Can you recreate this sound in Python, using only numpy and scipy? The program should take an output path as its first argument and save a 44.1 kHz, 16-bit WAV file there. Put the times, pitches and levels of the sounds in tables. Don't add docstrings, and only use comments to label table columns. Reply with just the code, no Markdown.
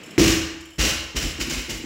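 import sys
import numpy as np
from scipy import signal
from scipy.fft import rfft, irfft
from scipy.io import wavfile
from scipy.ndimage import uniform_filter1d

SR = 44100
rng = np.random.default_rng(int(sys.argv[2]) if len(sys.argv) > 2 else 0)


def wav_out(sig):
    wavfile.write(sys.argv[1], SR, np.round(np.clip(np.atleast_2d(sig).T, -1, 1) * 32767).astype(np.int16))


def nominal_scale(level):
    x = np.asarray(level, float) / 20
    return 10 ** x


N = 81585

# start in seconds, knock level in dB, thump level in dB, contact in seconds.
LANDINGS = [(.179, -9.5, -16.5, 0.0018), (.25, -31, -23, 0.0038), (0.782, -32, -30, 0.0017),
            (.82, -28, -25.5, 0.0025), (1.146, -37, -32, 0.0037), (1.235, -37, -34.5, 0.002),
            (1.381, -35.5, -36, 0.0014), (1.40, -29.5, -48, .003), (1.47, -27, -40, 0.0032),
            (1.515, -27.5, -39, 0.0027), (1.57, -37.5, -44, 0.0011), (1.68, -37.5, -35.5, 0.0022),
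            (1.725, -35.5, -39, 0.00265), (1.837, -33.5, -34.5, 0.0018)]
# pitch in Hz, level in dB, time to fade by 60 dB in seconds.
PLATES = [(132, -14.5, 0.073), (161.6, -7.5, 0.2), (191.3, -10.5, 0.14), (235.6, -8, 0.36),
          (256.3, -6, 0.5), (296, -4, 0.47), (324.1, 3.5, 0.69), (344.4, 4.5, 0.37), (460, -15, 0.27),
          (481, -6.5, 0.071), (770, -6, .1)]
# frequency in Hz, level in dB per Hz.
THUMP = [(50, -2), (90, 0), (160, 1), (210, -2.5), (280, 5), (500, -7.5), (900, -21), (2200, -42)]
PLATE_DETUNE, KNOCK_RISE_S = 0.005, 0.0028
THUMP_RISE_S, THUMP_HOLD_S, THUMP_T60_S = 0.0047, 0.023, 0.33
SLAP_DB, SLAP_HZ, SLAP_S = 3.5, 2260, 0.00071

# start in seconds, peak in dB, pitch in Hz, swell in seconds.
BOOMS = [
    (0.181, -21, 57.4, 0.037),
    (0.288, -27, 52, .03),
    (.783, -17.5, 56, 0.024),
    (1.147, -23.5, 55, 0.024),
    (1.225, -22, 47, 0.022),
    (1.39, -29.5, 52, 0.023),
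    (1.509, -31, 54.6, 0.035),
    (1.565, -30, 46, 0.016),
    (1.716, -31.5, 53.3, 0.02),
    (1.78, -41, 42, 0.015),
]
# pitch in Hz, level in dB, time to fade by 60 dB in seconds.
SLAB = [(46, -19, 0.94), (57.14, 3, 1), (69.7, -0.5, 1), (79.6, 5.5, 0.97), (96, -13, 0.5)]
BOOM_GLIDE_PER_S, BOOM_PUSH_S, SLAB_DB = -0.94, 0.011, -11
MAT_HZ, MAT_DB, MAT_T60_S = 155, -6.5, 0.16

# start in seconds, level in dB, rise in seconds, hold in seconds,
# share of the sleeve in dB.
CLATTER = [
    (0.179, -20, 0.0059, .14, -30),
    (0.781, -21.5, 0.018, 0.1, -6),
    (1.152, -24.5, .017, 0.014, -8),
    (1.21, -34, 0.019, 0.053, -23),
    (1.395, -27, 0.016, 0.0064, -13),
    (1.493, -27.5, 0.0095, 0.036, 1.5),
    (1.56, -37.5, 0.023, 0.026, -26),
    (1.689, -31, 0.0099, .012, 1.5),
    (1.735, -45, 0.012, 0.026, -8),
]
# frequency in Hz, level in dB per Hz.
CLACK = [(290, -34), (500, -5.5), (708, -13.5), (2690, -2.5), (3340, -6.5), (5240, -5.5), (7420, -7.5),
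         (9920, -23.5), (16000, -18)]
# pitch in Hz, width in Hz, level in dB.
STEEL = [(1880, 160, -9), (2770, 800, -6), (2880, 190, 3), (3080, 55, -1), (4170, 72, -19), (5200, 270, -3),
         (5360, 170, -1), (5720, 72, 4), (6340, 220, -4), (6960, 210, -4), (10840, 520, -1.5)]
# pitch in Hz, width in Hz, level in dB.
SLEEVE = [(2150, 70, 9), (2450, 90, 4), (4000, 90, 2), (4780, 50, 4), (7200, 200, 2), (13500, 250, -6)]
CLATTER_RELEASE_S, CLICKS_PER_S, SAG_DB_PER_S, STEEL_DB = 0.035, 9000, -17, 4.5
CLICK_SPREAD_DB, LUMP_DB, LUMP_S = 2.0, 1.3, 0.006

# time in seconds, peak in dB.
TICKS = [(0.0333, -39.5), (0.0588, -41), (0.1072, -40), (0.6064, -39.5), (0.6544, -41.5), (0.7044, -46),
         (0.7332, -48), (0.7567, -47), (1.6995, -28.5), (1.7744, -39)]
# pitch in Hz, width in Hz, level in dB.
COLLAR = [(2990, 300, 7), (5350, 90, 3), (6500, 5000, -1), (7200, 410, 6), (7740, 280, -4),
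          (10720, 500, -2), (13600, 200, -5)]
TICK_DB, TICK_S = -8.5, 0.0092

# frequency in Hz, level in dB per Hz.
WHIRR = [(40, -20), (180, -1.5), (350, -2), (900, -16.5), (2700, -9.5), (3600, -20), (8000, -26),
         (10000, -43)]
WHIRR_DB, WHIRR_END_S = -42, 0.168

# frequency in Hz, time to fade by 60 dB in seconds.
ROOM = [(60, 1), (300, 0.61), (1000, 0.94), (3000, 0.81), (8000, 0.57), (15000, 0.45)]
ROOM_DB, THUD_ROOM_DB, ROOM_RISE_S = -4, -6.5, 0.016

# frequency in Hz, level in dB per Hz.
HUM = [(30, -5), (130, -4), (328, 8), (844, -1), (2980, -16), (7470, -15), (10000, -26), (16000, -14)]
HUM_DB = -58.5

BASS_CUT_HZ, TOP_HZ, SOFT_CLIP = 29, 15750, 1


def unit(x):
    return x / np.sqrt(np.mean(x ** 2))


def colour(x, table):
    hz = np.maximum(np.fft.rfftfreq(len(x), 1 / SR), 1)
    points = np.array(table)
    gain_db = np.interp(np.log(hz), np.log(points[:, 0]), points[:, 1])
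    return irfft(rfft(x) * nominal_scale(gain_db), len(x))


def ring(modes, strengths):
    t = np.arange(SR) / SR
    out = np.zeros(SR)
    for (hz, db, t60), strength in zip(modes, strengths):
        out += strength * nominal_scale(db) * np.sin(2 * np.pi * hz * t) * np.exp(-np.log(1000) * t / t60)
    return out


def resonate(x, table):
    out = np.zeros(len(x))
    for hz, width, db in table:
        wide = signal.lfilter(*signal.iirpeak(hz, hz / width, fs=SR), x)
        steep = signal.lfilter(*signal.iirpeak(hz, hz / (4 * width), fs=SR), wide)
        out += nominal_scale(db) * np.sqrt(SR / width) / 25 * steep
    return out


def push(seconds):
    force = np.sin(np.pi * np.arange(0, 1, 1 / max(seconds * SR, 2)))
    return force / force.sum()


def add(track, s, sound):
    i = int(max(s, 0) * SR)
    track[i:i + len(sound)] += sound[:N - i]


def landings():
    out = np.zeros(N)
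    t = np.arange(SR) / SR
    thump_decay = np.exp(-np.log(1000) * np.maximum(t - THUMP_HOLD_S, 0) / THUMP_T60_S)
    thump_fade = np.clip(t / THUMP_RISE_S, 0, 1) * thump_decay
    for s, knock_db, thump_db, contact in LANDINGS:
        chance = rng.standard_normal((2, len(PLATES)))
        plates = [(hz * (1 + PLATE_DETUNE * c), db, t60) for (hz, db, t60), c in zip(PLATES, chance[0])]
        knock = ring(plates, 1 + 0.4 * chance[1]) * (1 - np.exp(-t / KNOCK_RISE_S))
        add(out, s, nominal_scale(knock_db - 2) * signal.fftconvolve(knock, push(contact)))

        thump = unit(colour(rng.standard_normal(SR), THUMP))
        add(out, s, nominal_scale(thump_db) * thump_fade * thump)

        slap = np.sin(2 * np.pi * SLAP_HZ * t) * np.exp(-t / SLAP_S)
        hardness = (0.0019 / contact) ** 2
        add(out, s + contact / 2, nominal_scale(knock_db + SLAP_DB) * slap * hardness)
    return out


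def booms():
    out = np.zeros(N)
    t = np.arange(SR) / SR
    for s, db, hz, swell in BOOMS:
        phase = 2 * np.pi * hz * (t + BOOM_GLIDE_PER_S * t ** 2 / 2)
        shape = (t / swell * np.exp(1 - t / swell)) ** 2
        add(out, s, nominal_scale(db) * shape * np.sin(phase))
        add(out, s, nominal_scale(db + MAT_DB) * ring([(MAT_HZ, 0, MAT_T60_S)], [1]))
        slab = ring(SLAB, rng.choice([-1, 1], size=len(SLAB)))
        add(out, s, nominal_scale(db + SLAB_DB) * signal.fftconvolve(slab, push(BOOM_PUSH_S)))
    return out


def clatter():
    t = np.arange(N) / SR
    hits = rng.random(N) < CLICKS_PER_S / SR
    signs = np.sign(rng.standard_normal(N))
    strength = nominal_scale(CLICK_SPREAD_DB * np.minimum(rng.exponential(size=N), 4))
    lumps = unit(uniform_filter1d(rng.standard_normal(N), int(LUMP_S * SR)))
    clicks = unit(hits * signs * strength * nominal_scale(LUMP_DB * lumps))

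    plates, sleeve = np.zeros(N), np.zeros(N)
    for s, db, rise, hold, sleeve_db in CLATTER:
        attack = np.clip((t - s) / rise, 0, 1)
        release = np.exp(-np.maximum(t - s - rise - hold, 0) / CLATTER_RELEASE_S)
        shape = attack * release * nominal_scale(SAG_DB_PER_S * np.maximum(t - s, 0))
        plates += nominal_scale(db) * shape
        sleeve += nominal_scale(db + sleeve_db) * shape
    clacks = unit(colour(clicks, CLACK)) * plates
    bar = nominal_scale(STEEL_DB) * resonate(clicks * plates, STEEL)
    return clacks + bar + resonate(clicks * sleeve, SLEEVE)


def collars():
    taps = np.zeros(N)
    t = np.arange(SR // 20) / SR
    for s, db in TICKS:
        scratch = rng.standard_normal(len(t)) * np.exp(-t / TICK_S)
        add(taps, s, nominal_scale(db + TICK_DB) * scratch)
    return resonate(taps, COLLAR) * 10


def whirr():
    fade = np.clip((WHIRR_END_S - np.arange(N) / SR) / 0.02 + 1, 0, 1)
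    return nominal_scale(WHIRR_DB) * unit(colour(rng.standard_normal(N), WHIRR)) * fade


def room(x):
    t = np.arange(SR) / SR
    tail, points = np.zeros(SR), np.array(ROOM)
    for hz in 45 * 2 ** np.arange(0, 8.6, 0.5):
        band_filter = signal.butter(2, [hz / 1.19, hz * 1.19], "band", fs=SR, output="sos")
        band = signal.sosfilt(band_filter, rng.standard_normal(SR))
        t60 = np.interp(np.log(hz), np.log(points[:, 0]), points[:, 1])
        tail += band * np.exp(-np.log(1000) * t / t60)
    tail *= 1 - np.exp(-t / ROOM_RISE_S)
    return signal.fftconvolve(x, tail / np.sqrt(np.sum(tail ** 2)))[:N]


def hum():
    return nominal_scale(HUM_DB) * unit(colour(rng.standard_normal(N), HUM))


def scene():
    thud = landings()
    metal = clatter() + collars()
    echo = room(nominal_scale(THUD_ROOM_DB) * thud + nominal_scale(ROOM_DB) * metal)
    return (booms() + thud + metal + echo + whirr() + hum())[None]


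def low_pass(x):
    return signal.sosfilt(signal.butter(12, 16990, fs=SR, output="sos"), x)


def record(dry):
    x = signal.sosfilt(signal.butter(4, BASS_CUT_HZ, "high", fs=SR, output="sos"), dry)
    x = SOFT_CLIP * np.tanh(x / SOFT_CLIP)
    x = signal.sosfilt(signal.ellip(10, 0.2, 60, TOP_HZ, fs=SR, output="sos"), x)
    return low_pass(x)


dry = scene()
out = record(dry)
wav_out(out)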